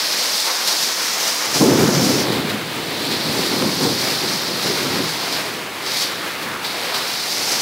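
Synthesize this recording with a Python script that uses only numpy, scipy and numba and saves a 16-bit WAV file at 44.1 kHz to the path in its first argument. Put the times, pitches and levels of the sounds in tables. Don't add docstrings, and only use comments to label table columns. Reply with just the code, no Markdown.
import sys
import numpy as np
from scipy import signal
from scipy.fft import rfft, irfft
from scipy.io import wavfile
from scipy.ndimage import uniform_filter1d
from numba import njit

SR = 44100
rng = np.random.default_rng(int(sys.argv[2]) if len(sys.argv) > 2 else 0)


def rack_gain(trim_db):
    fader = np.asarray(trim_db, float)
    return 10 ** (fader / 20)


def materialize(psi):
    bounded = np.clip(np.atleast_2d(psi).T, -1, 1)
    quanta = np.round(bounded * 32767).astype(np.int16)
    wavfile.write(sys.argv[1], SR, quanta)


N = 335601

# time in seconds, flow in dB, ringing centre in Hz.
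SPOUT_FLOW = [(0, -22.5, 4730), (1.04, -26.5, 5120), (1.86, -27.5, 5210), (2.22, -24.5, 4960),
              (2.27, -26.5, 4140), (2.55, -33, 4000), (2.8, -32, 4070), (3.07, -25, 4250),
              (3.96, -24.5, 4590), (5.36, -28, 4550), (5.7, -42.5, 4150), (5.82, -36, 4300),
              (5.87, -26, 4450), (6.03, -24.5, 4570), (6.1, -29.5, 4150), (6.61, -42, 4270),
              (6.64, -30.5, 4080), (7.61, -25, 5060)]
# start in seconds, peak in dB, 60 dB decay time in seconds.
SLUG_IMPACTS = [(0.1894, -13, .15), (0.3434, -12, .12), (0.396, -5.5, 0.051), (0.6704, -6.5, .25),
                (0.8194, -11, 0.34), (1.2014, -12, .2), (1.2714, -10, .15), (1.4494, -14, .15),
                (1.5374, -7.5, 0.52), (1.942, -10, 0.28), (2.3166, -9.5, .25), (2.4894, -12, .2),
                (2.9494, -27, .2), (3.1063, -7, .25), (3.1624, -9, 0.19), (3.456, -10, .12),
                (3.8264, -10, 0.3), (4.1036, -14, .15), (4.2777, -10, 0.35), (4.6194, -12, .25),
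                (4.6594, -8.5, 0.36), (4.9224, -12, .3), (5.3194, -9, 0.29), (5.9624, -8, 0.22),
                (6.0094, -7, 0.18), (6.4194, -16, 0.2), (6.6388, -9.5, 0.63), (6.9381, -5.5, 0.22),
                (7.3168, -11, .2), (7.5104, -9, 0.31)]
# frequency in Hz, density in dB per Hz.
SPRAY_SPECTRUM = [(1000, -22), (2500, -1.5), (4000, 5.5), (7000, 1), (10000, -4), (13000, -6.5),
                  (16500, -12)]
# frequency in Hz, density in dB per Hz.
RAIN_SPECTRUM = [(25, -29), (60, -56), (100, -22.5), (170, -9.5), (260, -6.5), (500, -2), (700, -4),
                 (1050, -4.5), (1500, -3), (2150, -1.5), (2900, -2.5), (4200, -9.5), (7500, -17),
                 (16000, -20)]
# start in seconds, level in dB relative to the trough, hold in seconds.
GUTTER_GULPS = [
    (0.435, 3, 0.1),
    (1.793, 2, .1),
    (3.823, 5, 0.039),
    (6.024, -2, .03),
    (6.457, 4, .03),
    (6.524, 6.5, 0.033),
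    (6.96, -4, 0.065),
]
# time in seconds, level in dB.
THUNDER_ROLL = [
    (1.45, -37),
    (1.56, -30),
    (1.65, -17),
    (2.05, -18),
    (2.7, -29),
    (3.3, -26),
    (4.9, -31),
    (5.25, -33),
    (7.61, -40),
]
# start in seconds, peak in dB, hold in seconds, boom centre in Hz.
THUNDER_CLAPS = [(1.549, -20, 0.051, 290), (1.6, -13.5, 0.018, 250), (1.674, -22.5, 0.037, 244),
                 (1.772, -15.5, 0.038, 260), (1.925, -19, 0.054, 238), (2.15, -27, 0.026, 290),
                 (2.316, -24, .04, 221), (3.07, -28.5, 0.054, 286), (3.246, -24.5, 0.056, 246),
                 (3.36, -23, 0.017, 300), (3.504, -25, 0.053, 275), (3.602, -21, 0.066, 238),
                 (3.796, -19, 0.072, 258), (4.1, -35, 0.017, 332), (4.21, -30, 0.11, 250),
                 (4.465, -28.5, 0.026, 245), (4.63, -23.5, 0.056, 333), (4.796, -25, 0.16, 290),
                 (4.96, -24.5, .05, 270), (5.316, -39, .04, 310), (6.404, -33.5, .15, 290),
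                 (7.31, -38, 0.29, 300)]
# frequency in Hz, density in dB per Hz.
ROLL_SPECTRUM = [(60, -22.5), (110, -6.5), (150, -4), (230, -5), (380, -4.5), (520, -7.5), (620, -12),
                 (1000, -16), (1500, -22.5), (3000, -41)]
# frequency in Hz, density in dB per
# Hz.
WASH_SPECTRUM = [(22, -9), (40, -1), (65, -1), (105, -3), (125, -22), (180, 14)]
# time in seconds, low edge in Hz, high edge in Hz.
NOISE_BANDS = [(.128, 13000, 14600), (1.475, 6200, 8400), (1.475, 10300, 11900), (1.475, 13000, 14600),
               (1.73, 5100, 6400), (1.73, 11700, 13200), (1.73, 13700, 15300), (1.985, 5100, 6400),
               (2.055, 6900, 8400), (2.055, 9600, 11900), (2.845, 6200, 7700), (2.985, 6900, 8400),
               (2.985, 10300, 11900), (3.38, 5700, 7000), (3.40, 11000, 13200), (3.727, 14400, 15750),
               (4.075, 4100, 5200), (5.70, 4700, 6400), (5.70, 13000, 15750), (6.722, 13700, 15750),
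               (6.745, 5700, 7000), (6.745, 8300, 10500), (7.163, 8300, 9800)]

SPRAY_DB, SPRAY_DB_PER_OCTAVE, SPRAY_PER_FLOW = -6, 24, -0.13
SLUG_ATTACK_S = 0.006
RAIN_DB, RAIN_PER_FLOW, RAIN_SLUG_DB = -29, 0.18, -29
GUTTER_DB, GUTTER_WANDER_DB = -1.5, 1.5
GULP_ATTACK_S, GULP_T60_S = 0.0071, 0.29
CLAP_ATTACK_S, CLAP_T60_S = 0.015, 0.45
WASH_DB, WASH_WANDER_DB, ROLL_WANDER_DB = -14, 9, 1
CRACK_DB, CRACK_HZ = -14, 800


def spout():
    flow_db, ring_hz = curves(SPOUT_FLOW)
    spray_db = SPRAY_DB + SPRAY_DB_PER_OCTAVE * np.log2(ring_hz / 4600) + SPRAY_PER_FLOW * (flow_db + 28)
    flutter_db = 0.15 * walk(9) + 0.2 * walk(24.88) + 0.6 * walk(90)
    flow = np.sqrt(rack_gain(flow_db + flutter_db) ** 2 + rack_gain(-15) ** 2 * slugs())
    hits = drops(2500, spread_db=2.0, blur=1.76)
    slug_s = np.transpose(SLUG_IMPACTS)[0]
    hits[(slug_s * SR).astype(int)] += rack_gain(19)
    centre = 4600 * (ring_hz / 4600) ** 1.1 * (1 + 0.012 * walk(12))
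    centre = np.clip(centre, 2000, 9000)
    ring = svf(hits, 0.93 * centre, 1.65)
    ring = svf(ring, 1.03 * centre, 1.15)
    ring = unit(svf(ring, 1.135 * centre, 1.5))
    fizz = bubbles(count=2500, lo_hz=3513.0, hi_hz=15060.0, cycles=28.3, spread_db=0.5)
    gusts_db = np.clip(1.24 * walk(14), -2.5, 2.5)
    spray = (colour(hits, SPRAY_SPECTRUM) + rack_gain(-12) * fizz) * rack_gain(spray_db + 4.0 + gusts_db)
    return flow * (rack_gain(-3.5) * ring + spray)


def slugs():
    s, db, t60 = np.transpose(SLUG_IMPACTS)
    return swells(s, db, 0 * s, SLUG_ATTACK_S, np.c_[np.maximum(t60, 0.03)])


def rain():
    steady = rack_gain(RAIN_DB + RAIN_PER_FLOW * (curves(SPOUT_FLOW)[0] + 27.5))
    level = np.sqrt(steady ** 2 + rack_gain(RAIN_SLUG_DB + 7) ** 2 * slugs())
    bed = colour(drops(3000, spread_db=0.5, blur=1.43), RAIN_SPECTRUM)
    trough_hz = 1000 * (1 + 0.15 * walk(6))
    gutter = svf(drops(900, spread_db=2.1, blur=1.5), trough_hz, 1.2)
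    gutter = unit(svf(gutter, trough_hz, 1.2))
    gulps = swells(*np.transpose(GUTTER_GULPS), GULP_ATTACK_S, GULP_T60_S)
    splash = np.sqrt(rack_gain(GUTTER_DB + GUTTER_WANDER_DB * walk(15)) ** 2 + gulps)
    puddles = bubbles(count=1500, lo_hz=455.0, hi_hz=3515.0, cycles=14.0, spread_db=1.5)
    gusts_db = 0.6 * walk(9) + 1.07 * walk(30)
    return level * rack_gain(3 + gusts_db) * (bed + rack_gain(-7.0) * splash * gutter + rack_gain(-16.5) * puddles)


def bubbles(count, lo_hz, hi_hz, cycles, spread_db):
    when, pitch, size = rng.random((count, 3)).T
    start = (when * N).astype(np.int64)
    hz = lo_hz * (hi_hz / lo_hz) ** pitch
    level = rack_gain(-spread_db * np.log(size + 0.01))
    return unit(plinks(start, hz, cycles, level, 0.0343))


@njit
def plinks(start, hz, cycles, size, glide):
    y = np.zeros(N + 8192)
    for k in range(len(start)):
        life = cycles * SR / hz[k]
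        phase = 0.
        for i in range(min(int(4 * life), 8192)):
            phase += 2 * np.pi * hz[k] * (1 + glide * i / life) / SR
            y[start[k] + i] += size[k] * np.exp(-i / life) * np.sin(phase)
    return y[:N]


def thunder():
    s, clap_db, hold_s, clap_hz = np.transpose(THUNDER_CLAPS)
    roll_power = rack_gain(curves(THUNDER_ROLL)[0] + ROLL_WANDER_DB * walk(14)) ** 2
    power = roll_power + swells(s, clap_db, hold_s, CLAP_ATTACK_S, CLAP_T60_S)
    roll_db = 10 * np.log10(power)
    shocks = drops(600, spread_db=2.5, blur=2.33)
    roll = colour(shocks, ROLL_SPECTRUM)
    boom_hz = np.interp(np.arange(N) / SR, s + hold_s, clap_hz) * (1 + 0.14 * walk(13))
    boom = unit(svf(roll, np.clip(boom_hz, 120, 500), 2.2))
    boom = boom * rack_gain(0.42 * (roll_db + 14.5) - 2.0)
    wash_db = WASH_DB + WASH_WANDER_DB * walk(10) + 0.12 * (roll_db + 25) - 5.5
    wash = rack_gain(wash_db) * colour(shocks, WASH_SPECTRUM)
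    fronts = np.sqrt(swells(s, clap_db + CRACK_DB, 0.54 * hold_s, 0.012, 0.3))
    crack = unit(svf(drops(500, spread_db=3.5, blur=0.67), np.full(N, 1. * CRACK_HZ), 0.53))
    begun = np.arange(N) > THUNDER_ROLL[0][0] * SR
    return begun * rack_gain(roll_db - 3.0) * (roll + boom + wash) + fronts * crack


def drops(rate, spread_db, blur):
    falls = rng.random(N) < rate / SR
    size_db = spread_db * np.minimum(rng.exponential(size=N), 6)
    hit = falls * rng.standard_normal(N) * rack_gain(size_db)
    return unit(unit(hit) + blur * rng.standard_normal(N))


def swells(start_s, db, hold_s, attack_s, t60):
    since = np.arange(0, N, 64) / SR - np.c_[start_s]
    fall = 60 * np.maximum(since - attack_s - np.c_[hold_s], 0) / t60
    rise = np.clip(since / attack_s, 0, 1)
    power = (rise * rack_gain(np.c_[db] - fall)) ** 2
    return np.repeat(power.sum(axis=0), 64)[:N]


def walk(rate):
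    k = int(SR / rate)
    held = np.repeat(rng.standard_normal(N // k + 1), k)
    return 1.27 * uniform_filter1d(uniform_filter1d(held, k), k)[:N]


def curves(table):
    s, *columns = np.transpose(table)
    return [np.interp(np.arange(N) / SR, s, c) for c in columns]


def unit(x):
    return x / np.sqrt(np.mean(x ** 2))


def colour(x, points):
    hz, db = np.transpose(points)
    grid = np.linspace(1, SR / 2, 4097)
    response_db = np.interp(np.log(grid), np.log(hz), db)
    cep = irfft(np.log(rack_gain(response_db)))
    cep[1:4096] *= 2
    cep[4097:] = 0
    impulse = irfft(np.exp(rfft(cep)))
    return unit(signal.fftconvolve(x, impulse)[:N])


@njit
def svf(x, hz, sharp):
    y, b, l, k = np.empty(len(x)), 0., 0., 1 / sharp
    for i in range(len(x)):
        g = np.tan(np.pi * hz[i] / SR)
        v = (b + g * (x[i] - l)) / (1 + g * (g + k))
        b, l, y[i] = 2 * v - b, l + 2 * g * v, k * v
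    return y


def scene():
    return np.tile(spout() + rain() + thunder(), (2, 1))


def noise_bands(x):
    n = np.arange(2048) + 0.5
    window = np.sin(np.pi * n / 2048)
    for s, lo_hz, hi_hz in NOISE_BANDS:
        i = 566 + 1024 * (round((s * SR - 566) / 1024) - 1)
        bins = np.arange(int(lo_hz * 2048 / SR), int(hi_hz * 2048 / SR)) + 0.5
        basis = np.cos(np.pi / 1024 * np.outer(bins, n + 512)) * window
        strength = np.sqrt(np.mean((basis @ x[0, i:i + 2048]) ** 2)) / 512
        noise = rng.standard_normal(len(bins)) @ basis
        x[:, i:i + 2048] += rack_gain(-5.0) * strength * noise * np.array([[1], [-1]])
    return x


def band_limit(x):
    return signal.sosfilt(signal.butter(12, 16110, fs=SR, output="sos"), x)


def record(dry):
    thin = signal.sosfilt(signal.butter(2, 70, "high", fs=SR, output="sos"), dry)
    thin = thin - 0.24 * svf(thin[0], np.full(N, 2800.), 4.4)
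    spectrum = rfft(np.tanh(1.109 * thin) / 1.114)
    hz = np.arange(spectrum.shape[1]) * SR / N
    mix = irfft(spectrum * (hz < 15760), N)
    return band_limit(noise_bands(mix))


dry = scene()
out = record(dry)
materialize(out)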